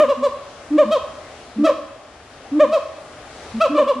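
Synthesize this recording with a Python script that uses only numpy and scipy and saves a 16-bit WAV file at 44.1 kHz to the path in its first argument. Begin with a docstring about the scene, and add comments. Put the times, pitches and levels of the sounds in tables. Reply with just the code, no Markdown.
"""Two siamangs call in a forest: soft, nearly pure booms into the throat sac and short barks.
A bark is a harmonic stack on a pitch that arches up and falls, shaped by throat, mouth and rasp;
the apes often answer on each other's heels. Trunks and branches scatter the calls into a
noise tail and return one dull echo, over faint filtered-noise hiss and rumble of varying level."""
import sys
import numpy as np
from scipy import signal
from scipy.fft import rfft, irfft
from scipy.io import wavfile
from scipy.ndimage import map_coordinates

SR = 44100
rng = np.random.default_rng(int(sys.argv[2]) if len(sys.argv) > 2 else 0)


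def master_out(mix):
    """Clip the mix to full scale and print it as 16-bit PCM to the path in sys.argv[1]."""
    frames = np.transpose(np.atleast_2d(mix))
    ceiling = np.clip(frames, -1, 1)
    pcm = np.round(ceiling * 32767).astype(np.int16)
    wavfile.write(sys.argv[1], SR, pcm)


N = 176400
CALL_SAMPLES = SR // 8  # buffer of one boom or bark
LEAD_S = 0.027  # a bark's voice starts this long before its pitch top


def undb(db):
    """Decibels to amplitude gain."""
    return 10 ** (np.asarray(db) / 20)


def at_hz(table, hz, axis=1):
    """Interpolate a table column over log frequency."""
    rows = np.array(table, float)
    return np.interp(np.log(np.maximum(hz, 1)), np.log(rows[:, 0]), rows[:, axis])


def colour(x, table):
    """Filter a sound by a (frequency [Hz], gain [dB]) table."""
    size = x.shape[-1]
    gain = undb(at_hz(table, np.fft.rfftfreq(size, 1 / SR)))
    return irfft(rfft(x) * gain, size)


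def wobble(size, rate_hz):
    """Smooth random curve through unit-variance points, rate_hz of them per second."""
    points = rng.standard_normal(int(size * rate_hz / SR) + 4)
    position = 1 + np.arange(size) * rate_hz / SR
    return map_coordinates(points, [position], order=3, mode="mirror")


def ramp(u):
    """Smooth step from 0 to 1."""
    return np.sin(np.pi / 2 * np.clip(u, 0, 1)) ** 2


def add(out, x, start_s):
    """Mix a sound in at a time."""
    out += map_coordinates(x, [np.arange(N) - round(start_s * SR)], order=0)


def stereo_noise(size, side):
    """White mid noise in both ears plus a coloured difference of opposite sign."""
    mid, difference = rng.standard_normal((2, size))
    return mid + np.array([[1], [-1]]) * colour(difference, side)


def bands(size):
    """Overlapping half-octave bands that sum to one: (centre [Hz], weights)."""
    octave = np.log2(np.maximum(np.fft.rfftfreq(size, 1 / SR), 1))
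    centres = np.arange(4, 14.6, 0.5)
    return [(2 ** c, np.maximum(1 - 2 * abs(octave - c), 0)) for c in centres]


def boom(length_s, middle_hz, glide_hz_per_s, db, swell_db_per_s):
    """Throat-sac tone with weak overtones; pitch glides and level changes steadily in dB."""
    # harmonics 2 to 4: level re fundamental [dB]
    overtones_db = [-25.5, -35.5, -32]
    attack_s, release_s = 0.021, 0.021
    t = np.arange(CALL_SAMPLES) / SR
    from_middle = t - length_s / 2
    hz = (middle_hz + glide_hz_per_s * from_middle) * (1 + 0.011 * wobble(CALL_SAMPLES, 120))
    phase = 2 * np.pi * np.cumsum(hz) / SR
    tone = np.sin(phase)
    for k, overtone_db in enumerate(overtones_db, 2):
        tone = tone + undb(overtone_db) * np.sin(k * phase)
    envelope = ramp(t / attack_s) * ramp((length_s - t) / release_s)
    return tone * undb(db + swell_db_per_s * from_middle) * envelope


def bark(caller, top_hz, fall_s, db, press_at_s, second_db, treble_db, mouth_hz, mouth_db, rough):
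    """Harmonics on an arching pitch pass through throat and mouth; rasp blurs the upper ones."""
    # throat response by caller: (frequency [Hz], gain [dB])
    throat = { "deep": [(480, -8), (600, 1.5), (1050, -11.5), (1230, -14.5), (1800, -25.5), (2450, -27),
              (3050, -29.5), (3700, -34.5), (4400, -45), (5200, -48), (7000, -45.5), (10000, -60),
              (15000, -67)], "sharp": [(480, -1.5), (560, 0), (650, -0.5), (950, -8.5), (1050, -4),
              (1150, -12.5), (1300, -7), (1850, -26.5), (2500, -21), (3100, -23), (4000, -24.5),
              (5200, -31.5), (7500, -38), (10000, -45.5), (15000, -53)]}
    # by caller: attack [s]
    attack_s = {"deep": .019, "sharp": 0.024}
    # sac hum an octave under the bark, by caller: level [dB]
    sac_db = {"deep": -20.5, "sharp": -33}
    release_s = 0.024
    arch_depth, arch_rise_s, arch_fall_s = 0.36, 0.030, 0.046  # depth: share of top pitch
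    press_rise_s, press_fall_s, slack_db = 0.022, 0.018, -11  # slack: harmonics 3+ when unpressed
    mouth_octaves = 0.24  # Gaussian width, each side
    jitter, rasp, rasp_exponent, rasp_hz = 0.014, 0.46, 1, 329.7

    t = np.arange(CALL_SAMPLES) / SR - LEAD_S  # 0 at the pitch top
    arch = 1 - np.exp(-(t / np.where(t < 0, arch_rise_s, arch_fall_s)) ** 2)
    hz = top_hz * (1 - arch_depth * arch) * (1 + jitter * rough * wobble(CALL_SAMPLES, 500))
    phase = 2 * np.pi * np.cumsum(hz) / SR
    from_press = t - press_at_s
    press = np.exp(-(from_press / np.where(from_press < 0, press_rise_s, press_fall_s)) ** 2)

    voice = undb(sac_db[caller]) * np.sin(phase / 2)
    for k in range(1, 25):
        blur = min(rasp * rough * (k / 2) ** rasp_exponent, 2)
        if k == 1:
            blur *= 0.5
        unsteady = wobble(CALL_SAMPLES, rasp_hz) + 1j * wobble(CALL_SAMPLES, rasp_hz)
        grain = (1 + blur * unsteady) / np.sqrt(1 + 2 * blur ** 2)  # keeps mean power
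        if k == 1:
            effort_db = 0
        elif k == 2:
            effort_db = second_db * press
        else:
            effort_db = treble_db + slack_db * (1 - press)
        lift_db = mouth_db * np.exp(-(np.log2(k * hz / mouth_hz) / mouth_octaves) ** 2)
        gain = undb(at_hz(throat[caller], k * hz) + effort_db + lift_db)
        voice = voice + gain * np.real(grain * np.exp(1j * k * phase))
    envelope = ramp((t + LEAD_S) / attack_s[caller]) * ramp((fall_s - t) / release_s + 0.5)
    return undb(db) * voice * envelope


def air():
    """Forest hiss over low rumble: filtered noise, each band wavering a little."""
    # spectral shape: (frequency [Hz], relative density [dB])
    air_spectrum = [(15, -48.5), (25, -15.5), (77, -1), (212, -12), (247, -5), (311, -6.5), (456, -4),
                    (545, -5.5), (588, -3.5), (798, -3.5), (979, -11.5), (1140, -8), (1670, -12),
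                    (1900, -13), (5530, -23), (11000, -34), (14300, -79), (22000, -120)]
    # (frequency [Hz], side re mid [dB])
    air_side = [(60, -30.5), (200, -24), (700, -16.5), (1300, -9.5), (2400, -6.5), (4400, -1.5),
                (9000, 3.5)]
    # (frequency [Hz], left minus right [dB])
    air_balance = [(200, -0.5), (700, 2), (1300, 6), (2400, 4.5), (4400, 3.5), (9000, 0.5)]
    # background level re base_db: (time [s], level [dB])
    air_level = [(0, 0.5), (.6, 2.5), (1.45, 3), (2.05, -2), (2.45, 2), (3.049, 1.5), (3.501, 6), (4, 0)]
    base_db, flicker_db, flicker_hz, top_hz = -43.5, 0.93, 8.6, 10900
    noise = rfft(colour(stereo_noise(N, air_side), air_spectrum))
    out = 0
    for hz, band in bands(N):
        lean_db = at_hz(air_balance, hz) * np.array([[0.5], [-0.5]])
        out = out + irfft(noise * band, N) * undb(lean_db + flicker_db * wobble(N, flicker_hz))
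    out = signal.sosfilt(signal.butter(12, top_hz, fs=SR, output="sos"), out)
    level_db = base_db + np.interp(np.arange(N) / SR, *np.array(air_level).T)
    return out / np.std(out.mean(axis=0)) * undb(level_db)


def forest(x):
    """Decaying-noise scatter from near branches and far trunks; decay depends on frequency."""
    # far tail: (frequency [Hz], level of whole band response [dB], t60 [s])
    tail = [(150, -18, .7), (276, -12.5, 0.82), (447, -18, 1.05), (640, -13, 1.37), (1120, -4, 0.84),
            (1800, -9.5, 0.95), (2800, -5.5, 0.92), (6000, -5, 0.57), (14000, -13, .25)]
    # (frequency [Hz], side re mid [dB])
    tail_side = [(100, -12.5), (280, -11), (600, -10.5), (1200, -10), (2400, -9), (4400, -3), (9000, -4)]
    onset_s, near_db, near_t60_s = 0.022, 0.5, 0.24  # near_db: start level re far tail
    t = np.arange(SR) / SR
    noise = rfft(stereo_noise(SR, tail_side))
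    near = undb(near_db) * np.exp(-np.log(1000) * t / near_t60_s)
    response = 0
    for hz, band in bands(SR):
        far = np.exp(-np.log(1000) * t / at_hz(tail, hz, axis=2))
        fade = (far + near) * ramp(t / onset_s)
        fade = fade / np.sqrt(np.sum(fade ** 2))  # unit energy
        response = response + irfft(noise * band, SR) * fade * undb(at_hz(tail, hz))
    return signal.fftconvolve(x[None], response, axes=1)[:, :N]


def echo(x):
    """One distinct reflection from the trees: delayed and low-passed."""
    delay_s, echo_db, top_hz = 0.088, -18.5, 1500
    dull = signal.sosfilt(signal.butter(2, top_hz, fs=SR, output="sos"), x)
    out = np.zeros(N)
    add(out, undb(echo_db) * dull, delay_s)
    return out


def scene():
    """Both apes a little off centre, reaching the right ear first, in the forest."""
    # (pitch top [s], caller, top pitch [Hz], top to half-amplitude release [s], gain [dB],
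    #  hardest press after top [s], 2nd harmonic lift under press [dB], harmonics 3+ lift [dB],
    #  mouth resonance [Hz], its lift [dB], roughness [0-1])
    barks = [ (0.015, "deep", 621.2, 0.04, -7.5, -0.017, 7.5, 7.5, 3370, -1, 0.42),
             (0.101, "sharp", 573.4, .033, -12.5, .002, -0.5, -5, 2850, 5, 0.24),
             (0.244, "sharp", 584, 0.035, -11.5, 0.0071, -1, -4.5, 7650, 5.5, 0.32),
             (0.799, "deep", 612.6, 0.038, -6.5, -0.0096, 0, 3, 1750, 0, 0.18),
             (0.928, "sharp", 643.6, 0.048, -11.5, 0.0012, -2.5, 0, 3270, 7, 0.14),
             (1.657, "sharp", 655.7, 0.047, -12, 0.0015, -0.5, 3.5, 4150, -4.5, 0.42),
             (1.685, "deep", 615, .034, -11, -0.014, 4.5, 3.5, 2030, 7.5, 0.32),
             (2.616, "deep", 614, 0.039, -6, -0.0095, 0.5, 3, 1910, 2.5, 0.23),
             (2.738, "sharp", 653.5, 0.042, -11, 0.0048, -9.5, -2, 2620, 3, 0.37),
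             (3.623, "sharp", 664.2, .047, -11, -0.0071, 8, 2.5, 2690, 8.5, 0.22),
             (3.76, "sharp", 598.2, 0.041, -17.5, 0.014, 11, -1.5, 2500, 7, .4),
             (3.796, "deep", 605, 0.038, -8.5, -0.003, 0.5, 2.5, 3300, 3, 0.18),
             (3.891, "sharp", 577.6, 0.036, -13, -0.0011, 2.5, -4, 2950, 7, 0.37)]
    # (start [s], length [s], middle pitch [Hz], glide [Hz/s], level at middle [dB], swell [dB/s])
    booms = [ (-.05, 0.061, 295.2, 292, -5.5, -3), (0.04, 0.068, 248, -2, -30.5, -7),
             (0.165, 0.075, 249, -1, -26.5, -7), (0.699, 0.083, 299.3, 341, -12, 130),
             (0.84, 0.076, 220.6, 9, -23.5, 44), (1.553, 0.087, 219.7, 98, -20.5, 92),
             (1.575, 0.09, 297.9, 411, -12, 92), (2.510, 0.093, 296.4, 397, -13.5, 106),
             (2.649, 0.087, 227, 0, -31.5, -2), (3.533, 0.074, 225.6, -2, -20.5, 30),
             (3.687, 0.043, 255.4, -4, -24, -3), (3.692, 0.084, 296, 340, -17, 84),
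             (3.813, 0.072, 243, 0, -31, 0.5), (3.947, .07, 249, 2, -26.5, 13)]
    left_lag_s = 0.000012
    calls = np.zeros(N)
    for top_s, *settings in barks:
        add(calls, bark(*settings), top_s - LEAD_S)
    for start_s, *settings in booms:
        add(calls, boom(*settings), start_s)
    left = map_coordinates(calls, [np.arange(N) - left_lag_s * SR], order=3)
    direct = np.array([left, calls])
    return direct + echo(calls) + forest(calls) + air()


def record(dry):
    """The recorder cuts the top with a steep elliptic low-pass."""
    top_hz, ripple_db, stop_db = 15300, 0.2, 70
    return signal.sosfilt(signal.ellip(8, ripple_db, stop_db, top_hz, fs=SR, output="sos"), dry)


dry = scene()
out = record(dry)
master_out(out)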